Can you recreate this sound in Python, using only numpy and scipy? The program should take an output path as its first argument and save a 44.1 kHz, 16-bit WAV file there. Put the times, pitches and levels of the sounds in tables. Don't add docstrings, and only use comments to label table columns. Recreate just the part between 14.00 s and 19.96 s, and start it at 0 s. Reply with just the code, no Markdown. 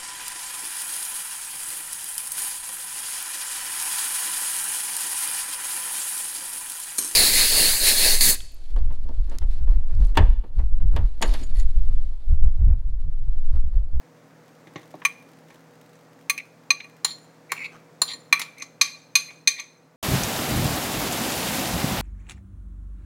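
import sys
import numpy as np
from scipy import signal
from scipy.fft import rfft, irfft
from scipy.io import wavfile

SR = 44100
rng = np.random.default_rng(int(sys.argv[2]) if len(sys.argv) > 2 else 0)


def persist_wave(psi):
    counts = np.round(np.clip(psi, -1, 1) * 32767).astype(np.int16)
    wavfile.write(sys.argv[1], SR, np.atleast_2d(counts).T)


N = 262836
TIME = np.arange(N) / SR
HIT_TIME = TIME[:SR // 4]


def undb(db):
    return 10 ** (np.asarray(db) / 20)


def unit(x):
    return x / np.sqrt(np.mean(x ** 2))


def add(out, start_s, x):
    i = int(start_s * SR)
    out[i:i + len(x)] += x[:N - i]


def fade(t, t60, hold=0):
    return np.exp(-np.log(1000) * np.maximum(t - hold, 0) / t60)


def noise(points, size):
    hz, db = np.transpose(points)
    bins = np.maximum(np.fft.rfftfreq(size, 1 / SR), 1)
    spectrum = undb(np.interp(np.log(bins), np.log(hz), db))
    return unit(irfft(rfft(rng.standard_normal(size)) * spectrum, size))


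def resonate(x, hz, width):
    return signal.lfilter(*signal.iirpeak(hz, hz / width, fs=SR), x)


def bandpass(x, low_hz, high_hz):
    return signal.sosfilt(signal.butter(3, [low_hz, high_hz], "band", fs=SR, output="sos"), x)


def balance(x, edges, levels_db):
    out = 0
    for low_hz, high_hz, db in zip(edges, edges[1:], levels_db):
        band = bandpass(x, low_hz, high_hz)
        out = out + undb(db) * band / np.std(band[:SR // 40])
    return out


# frequency in Hz, relative level in dB.
AIR_SPECTRUM = [(25, -36), (70, -25), (100, -14), (150, 1), (200, -2.5), (280, 2.5), (390, -4.5), (500, 0),
                (800, -5.5), (2000, -12.5), (3000, -21.5), (6500, -22.5), (11000, -32), (16000, -30.5)]
# frequency in Hz, level in dB at the average of the course below.
HUM_PARTIALS = [(120, -69), (160.3, -60.5), (241, -69.5), (271, -66), (482, -64)]
# time in seconds, level in dB.
BACKGROUND_COURSE = [(0.0, -56), (0.48, -55), (0.78, -54.5), (2.71, -56), (3.25, -55.5), (4.2, -55),
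                     (5.04, -58.5), (5.31, -57), (5.58, -61), (5.96, -59.5)]


def background(air_trim_db=1.0, drift=.3):
    course_db = np.interp(TIME, *np.transpose(BACKGROUND_COURSE))
    air = undb(course_db + air_trim_db) * noise(AIR_SPECTRUM, N)
    hum = 0
    for hz, db in HUM_PARTIALS:
        wander = drift * np.cumsum(rng.standard_normal(N)) / np.sqrt(SR)
        hum = hum + undb(db) * unit(np.sin(2 * np.pi * (hz * TIME + wander)))
    return air + undb(course_db - course_db.mean()) * hum


# time in seconds, send level in dB.
ROOM_SEND = [(2.8, -8.5), (3.1, -2.5), (4.3, -4), (4.8, -1.5)]


def kitchen(x, tail_db=-18, first_s=.007, tail_t60=0.5, early_db=-9.0, early_t60=0.19):
    t = TIME[:SR]
    early = noise([(1000, 1.0), (8000, -1.4), (16000, 0.46)], SR) * fade(t, early_t60)
    tail = noise([(100, -6.0), (1000, 0.5), (5000, -2.0), (9000, -4.0), (16000, -13)], SR) * fade(t, tail_t60)
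    response = (undb(early_db) * unit(early) + undb(tail_db) * unit(tail)) / np.sqrt(SR)
    send = x * undb(np.interp(TIME, *np.transpose(ROOM_SEND)))
    out = x.copy()
    add(out, first_s, signal.fftconvolve(send, response))
    return out


def crackle(clicks_per_s=90, spread_db=10.0, db=-71):
    peeling = np.interp(TIME, [0, .5, .8, 1.6, 2.2, 4.5], [.1, .3, 1.5, 1.2, .5, 0])
    strength = undb(spread_db * np.minimum(rng.exponential(size=N), 2))
    clicks = (rng.random(N) < clicks_per_s * peeling / SR) * strength
    bursts = signal.fftconvolve(clicks, fade(HIT_TIME, .025))[:N]
    sticky = noise([(500, -15.0), (1800, 6.0), (6500, -3.0), (15000, -8.5)], N)
    return undb(db) * unit(bursts * sticky)


# start in seconds, length in seconds, level in dB.
SMEAR_EVENTS = [(1.451, 0.17, -61), (3.709, 0.076, -50.5)]
# frequency in Hz, relative level in dB.
SMEAR_SPECTRUM = [(200, -16), (900, 7.5), (2500, -8), (4500, -13), (7000, -15.5), (15000, -32.5)]


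def smears(grains_per_s=600):
    out, t = np.zeros(N), HIT_TIME
    for start_s, length, db in SMEAR_EVENTS:
        clicks = (rng.random(len(t)) < grains_per_s / SR) * rng.standard_normal(len(t))
        grain = noise(SMEAR_SPECTRUM, len(t)) * fade(t, 0.011)
        grains = unit(signal.fftconvolve(clicks, grain)[:len(t)])
        swell = np.sin(np.pi * np.minimum(t / length, 1))
        add(out, start_s, undb(db) * grains * swell)
    return out


# start in seconds, base level in dB, wetness in dB.
LUMP_EVENTS = [(0.6707, -53.5, -3), (0.758, -39, -4), (.83, -66.5, 7.5), (.94, -48.5, -12.5),
               (1.504, -60.5, 4.5), (1.954, -85, 14)]
LUMP_REGISTER_EDGES = [135, 900, 4500, 12000]
# level in dB against the base level, dB gained per dB of wetness.
LUMP_REGISTERS = [(-1, -0.78), (2.5, 0.96), (-18, 2.6)]
# frequency in Hz, width in Hz, level in dB.
TUB_RESONANCES = [(164, 47, -7), (320, 65, -4.5), (570, 85, -15), (768, 140, -13.5), (1086, 130, -14.5),
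                  (1890, 400, -10.5), (3470, 570, -21), (6040, 830, -15)]


def lumps(push_t60=0.19, smack_db=9, smack_t60=0.036):
    out, t = np.zeros(N), HIT_TIME
    for start_s, level_db, wet_db in LUMP_EVENTS:
        grains = rng.standard_normal(len(t)) * rng.random(len(t))
        push = grains * (fade(t, push_t60) + undb(smack_db) * fade(t, smack_t60))
        plop = sum(undb(db) * resonate(push, hz, width) for hz, width, db in TUB_RESONANCES)
        registers_db = [level_db + db + share * wet_db for db, share in LUMP_REGISTERS]
        add(out, start_s, balance(plop, LUMP_REGISTER_EDGES, registers_db))
    return out


# frequency in Hz, t60 in seconds at a looseness of 1,
# level in dB when touched near the lip, level in dB when touched on the flank.
BOWL_MODES = [(985, .03, -30, -14), (1095, .04, -17, -17), (1146, .11, -8, -21), (1862, .06, -19, -18),
              (2130, .055, -18, -26), (2340, .045, -12, -24), (2446, .048, 1, -25), (2815, .035, -23, -26),
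              (3741, .03, -17, -16), (3995, .035, -22, -7), (4125, .058, -1, -16), (4190, .055, -14, 0),
              (4420, .04, -20, -14), (4610, .05, -16, -23), (5520, .035, -24, -20), (6185, .04, -11, -30),
              (6255, .055, -2, -26), (7062, .035, -24, -9), (7172, .06, -28, -4), (7900, .04, -22, -32),
              (8745, .055, -14, -40), (9610, .05, -19, -6), (10680, .05, -22, -27), (10980, .05, -30, -19),
              (11760, .055, -17, -24), (14400, .05, -34, -24), (15420, .055, -22, -17)]


def bowl_modes(flank):
    modes = []
    for hz, t60, lip_db, flank_db in BOWL_MODES:
        modes.append((hz, t60, undb(np.interp(flank, [0, 1], [lip_db, flank_db]))))
    return modes


# frequency in Hz, relative level in dB.
CLACK_SPECTRUM = [(70, -33), (200, -14), (650, -12), (1080, -3), (1500, -11), (2180, -1), (3050, -10),
                  (3900, 1), (5100, -10), (6600, -7), (8000, -16), (11500, -11), (13000, -19), (15500, -13)]


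def rub(length, peak, slips_per_s, rough, squeak_hz, flank, ring_db, grit_db, squeak_spread,
        scatter_db=2.15, speeding=0.3, soft_hz=4500):
    t = HIT_TIME
    chance = rng.standard_normal((100, 2))
    when = np.cumsum(np.exp(rough * chance[:, 0])) / slips_per_s
    when = when / (1 + speeding * (when / length - 1) / 2) - when[0] / 2
    on = (when > 0) & (when < length)
    pressure = np.interp(when[on] / length, [0, np.clip(peak, .05, .95), 1], [.25, 1, .25])
    slips = np.zeros(len(t))
    slips[(when[on] * SR).astype(int)] = np.sqrt(pressure) * undb(scatter_db * chance[on, 1])
    slips = signal.lfilter(*signal.butter(1, soft_hz, fs=SR), slips)
    squeak = bandpass(slips, squeak_hz / (1 + squeak_spread), squeak_hz * (1 + squeak_spread))
    glass = 0
    for hz, t60, gain in bowl_modes(flank):
        width = np.log(1000) / (np.pi * t60)
        glass = glass + gain * t60 * resonate(slips, hz, width)
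    grit = signal.fftconvolve(slips, noise(CLACK_SPECTRUM, len(t)) * fade(t, 0.019))[:len(t)]
    mix = unit(squeak) + undb(ring_db) * unit(glass) + undb(grit_db) * unit(grit)
    return np.sqrt(length / t[-1]) * mix


# start in seconds, length in seconds, level in dB,
# basic slip rate per second, pitch in Hz, share of the length where it is loudest, flank share 0-1.
SQUEAK_EVENTS = [(2.3813, 0.0115, -33, 275, 2375, 0.42, 0.12), (2.395, 0.012, -37, 300, 2260, 0.27, 0.2),
                 (2.8005, 0.011, -46, 510, 2197, .4, 0), (2.802, .009, -44, 600, 3760, .4, 0.05),
                 (3.492, 0.033, -43.5, 400, 2190, .45, 0.1), (3.562, 0.006, -38, 450, 2460, 0.41, 0.6),
                 (3.571, 0.015, -36.5, 420, 2400, .5, 0.93), (3.59, 0.047, -35, 380, 2270, 0.6, .8),
                 (3.634, 0.029, -33.5, 290, 2380, 0.6, 0.3), (3.655, .011, -41, 440, 2360, 0.28, 0.6),
                 (4.089, .04, -45, 600, 2100, 0.67, 0.96), (4.364, 0.027, -49, 440, 2150, .3, .1),
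                 (4.394, 0.02, -35, 420, 2154, 0.36, .3), (4.566, 0.04, -50, 760, 2280, 0.55, 0),
                 (4.603, 0.022, -39.5, 600, 2230, 0.85, 0.06), (4.848, 0.04, -45, 480, 2250, 0.46, 0.1),
                 (5.275, 0.038, -50.5, 740, 2150, 0.55, 0.2), (5.562, 0.045, -41.5, 530, 2120, 0.55, 0.16)]
# start in seconds, length in seconds, level in dB, flank share 0-1.
SKID_EVENTS = [(3.062, 0.041, -45, 0.9), (3.641, 0.028, -49, 1), (4.074, 0.054, -38, 1),
               (5.584, 0.024, -42.5, 0.16)]


def rubs():
    out = np.zeros(N)
    for start_s, length, db, rate, hz, peak, flank in SQUEAK_EVENTS:
        squeak = rub(length, peak, rate, rough=.06, squeak_hz=hz, flank=flank,
                     ring_db=-21.5, grit_db=-16, squeak_spread=.11)
        add(out, start_s, undb(db) * squeak)
    for start_s, length, db, flank in SKID_EVENTS:
        skid = rub(length, peak=0.2, slips_per_s=820, rough=.3, squeak_hz=3840, flank=flank,
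                   ring_db=-2.5, grit_db=-8.5, squeak_spread=0.19)
        add(out, start_s, undb(db) * skid)
    return out


# start in seconds, base level in dB, flank share 0-1,
# brightness in dB per octave, contact in ms, chatter in ms, firmness (extra clack) in dB,
# body near 2.3 kHz in dB, ring near 4 kHz in dB, pitch sag under the pressure in Hz (negative starts sharp),
# looseness as a factor on the ring length (long in a loose grip).
KNOCK_EVENTS = [(1.0177, -49, 0.3, -11, 0.23, 4, 14, 1, -1, 0, 0.82),
                (1.05, -16, 0.02, -1, .036, 4, 1, 0.5, -1.5, 50, 1.06),
                (2.2964, -18.5, 0.16, 1.4, .034, 3.7, -2.5, 1.5, 0.5, -11, 1.04),
                (2.377, -38, 0.04, 2.5, 0.073, 2.1, -3.5, 6, 2.5, 2, 0.49),
                (2.704, -11, 0, 4.5, 0.17, 3, -4.5, -1.5, 0.5, -5.5, 0.9),
                (2.8008, -37, 0, 8, 0.32, 4.9, 13, 0, 0, 62.5, 0.94),
                (2.8401, -49, 0.2, -2.5, 0.1, 6.8, -10, 7, -7, -22, 1.5),
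                (3.0459, -21, 1, 2, 0.15, 3.5, -1, 0, -1, 19, 0.6),
                (3.106, -43.5, 0.97, 4, 0.19, 9.2, -2, 5.5, 7, -38, 2),
                (3.518, -24, 0.63, -5, .042, 1.7, -5.5, 2.5, -3, 12, 0.49),
                (4.0168, -19, 0.99, 0, 0.13, 2, -2.5, -4.5, 1, -15.5, 0.85),
                (4.133, -38, 0.88, 2.5, 0.17, 4.5, -14.5, 3.5, 3.5, 11.5, 1.1),
                (4.3257, -13, 0.02, -1.5, 0.047, 2.5, -2.5, 1.5, 4.5, 56.5, 0.76),
                (4.394, -32, .55, -1, 0.028, 3.3, 9, 0, -1.5, -1.5, 1.5),
                (4.415, -32.5, 0.71, -1, 0.12, 2, 11.5, 6.5, 2.5, -9, 1.7),
                (4.581, -51.5, 0, 6.5, .1, 1.5, 1, -7.5, 2.5, -2.5, 1.1),
                (4.598, -47, 0.04, 5.5, 0.14, 1.5, 0, -5, -6.5, 0, 1.1),
                (4.621, -28.5, 0.05, 4.5, 0.17, 4, 0, -8.5, -3.5, 3, 0.52),
                (4.8117, -11.5, 0.08, 4.5, 0.14, 4.8, -1, -3, 2, 1.5, 0.87),
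                (5.1531, -13, 0.03, 6, 0.13, 5.4, -0.5, 0, 3, -10, 0.89),
                (5.4736, -11, 0, 11, 0.19, 4, -1, -2, 0, 16, 1.06),
                (5.304, -47.5, 0, -3, 0.14, 3, 7, -2, -1.5, 4, 0.99),
                (5.5959, -29.5, 0.03, 7, 0.18, 6.3, -5, -4.5, -12.5, -27, 0.63)]
KNOCK_REGISTER_EDGES = [30, 850, 1600, 3100, 5200, 8000, 12300, 16000]
KNOCK_REGISTER_CENTRES = [600, 1150, 2300, 4100, 6400, 9800, 14000]
LIP_DRIVE = [-34.5, -11.5, -1.5, -9.5, -9.5, -16, -25.5]
FLANK_DRIVE = [-17, -9.5, -11.5, 0, -1.5, 4, 2]
RISE_S, SAG_S = 0.00048, 0.14


def knocks(clack_db=-5, clack_t60=0.047, steepness=8):
    out, t, centres = np.zeros(N), HIT_TIME, np.array(KNOCK_REGISTER_CENTRES)
    octaves = np.log2(centres / 3000)
    for (start_s, db, flank, brightness_db, contact_ms, chatter_ms, firm_db,
         body_db, ring_db, sag_hz, looseness) in KNOCK_EVENTS:
        hold = chatter_ms / 1000
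        hit = undb(clack_db + firm_db) * noise(CLACK_SPECTRUM, len(t)) * fade(t, clack_t60, hold)
        lost_cycles = sag_hz * SAG_S * (1 - np.exp(-t / SAG_S))
        for hz, t60, gain in bowl_modes(flank):
            grip = 1 + .0028 * rng.standard_normal()
            yielding = min(hz / 2400, 1) ** 2
            cycles = hz * grip * t - yielding * lost_cycles + rng.random()
            hit += gain * np.sin(2 * np.pi * cycles) * fade(t, t60 * looseness, hold)
        hit *= 1 - np.exp(-t * undb(firm_db) / RISE_S)
        place_db = (1 - flank) * np.array(LIP_DRIVE) + flank * np.array(FLANK_DRIVE)
        colour_db = np.array([0, 0, body_db, ring_db, 0, 0, 0]) + brightness_db * octaves
        cycles_in_contact = centres * contact_ms / 1000
        dulling_db = 10 * np.log10(1 + cycles_in_contact ** steepness)
        registers_db = db + place_db + colour_db - dulling_db
        add(out, start_s, balance(hit, KNOCK_REGISTER_EDGES, registers_db))
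    return out


def scene():
    close = knocks() + rubs() + lumps() + smears() + crackle()
    return (kitchen(close) + background())[None]


def record(dry):
    rounded = dry / (1 + dry ** 8) ** (1 / 8)
    return signal.sosfilt(signal.ellip(8, .2, 70, 16000, fs=SR, output="sos"), rounded)


dry = scene()
out = record(dry)
persist_wave(out)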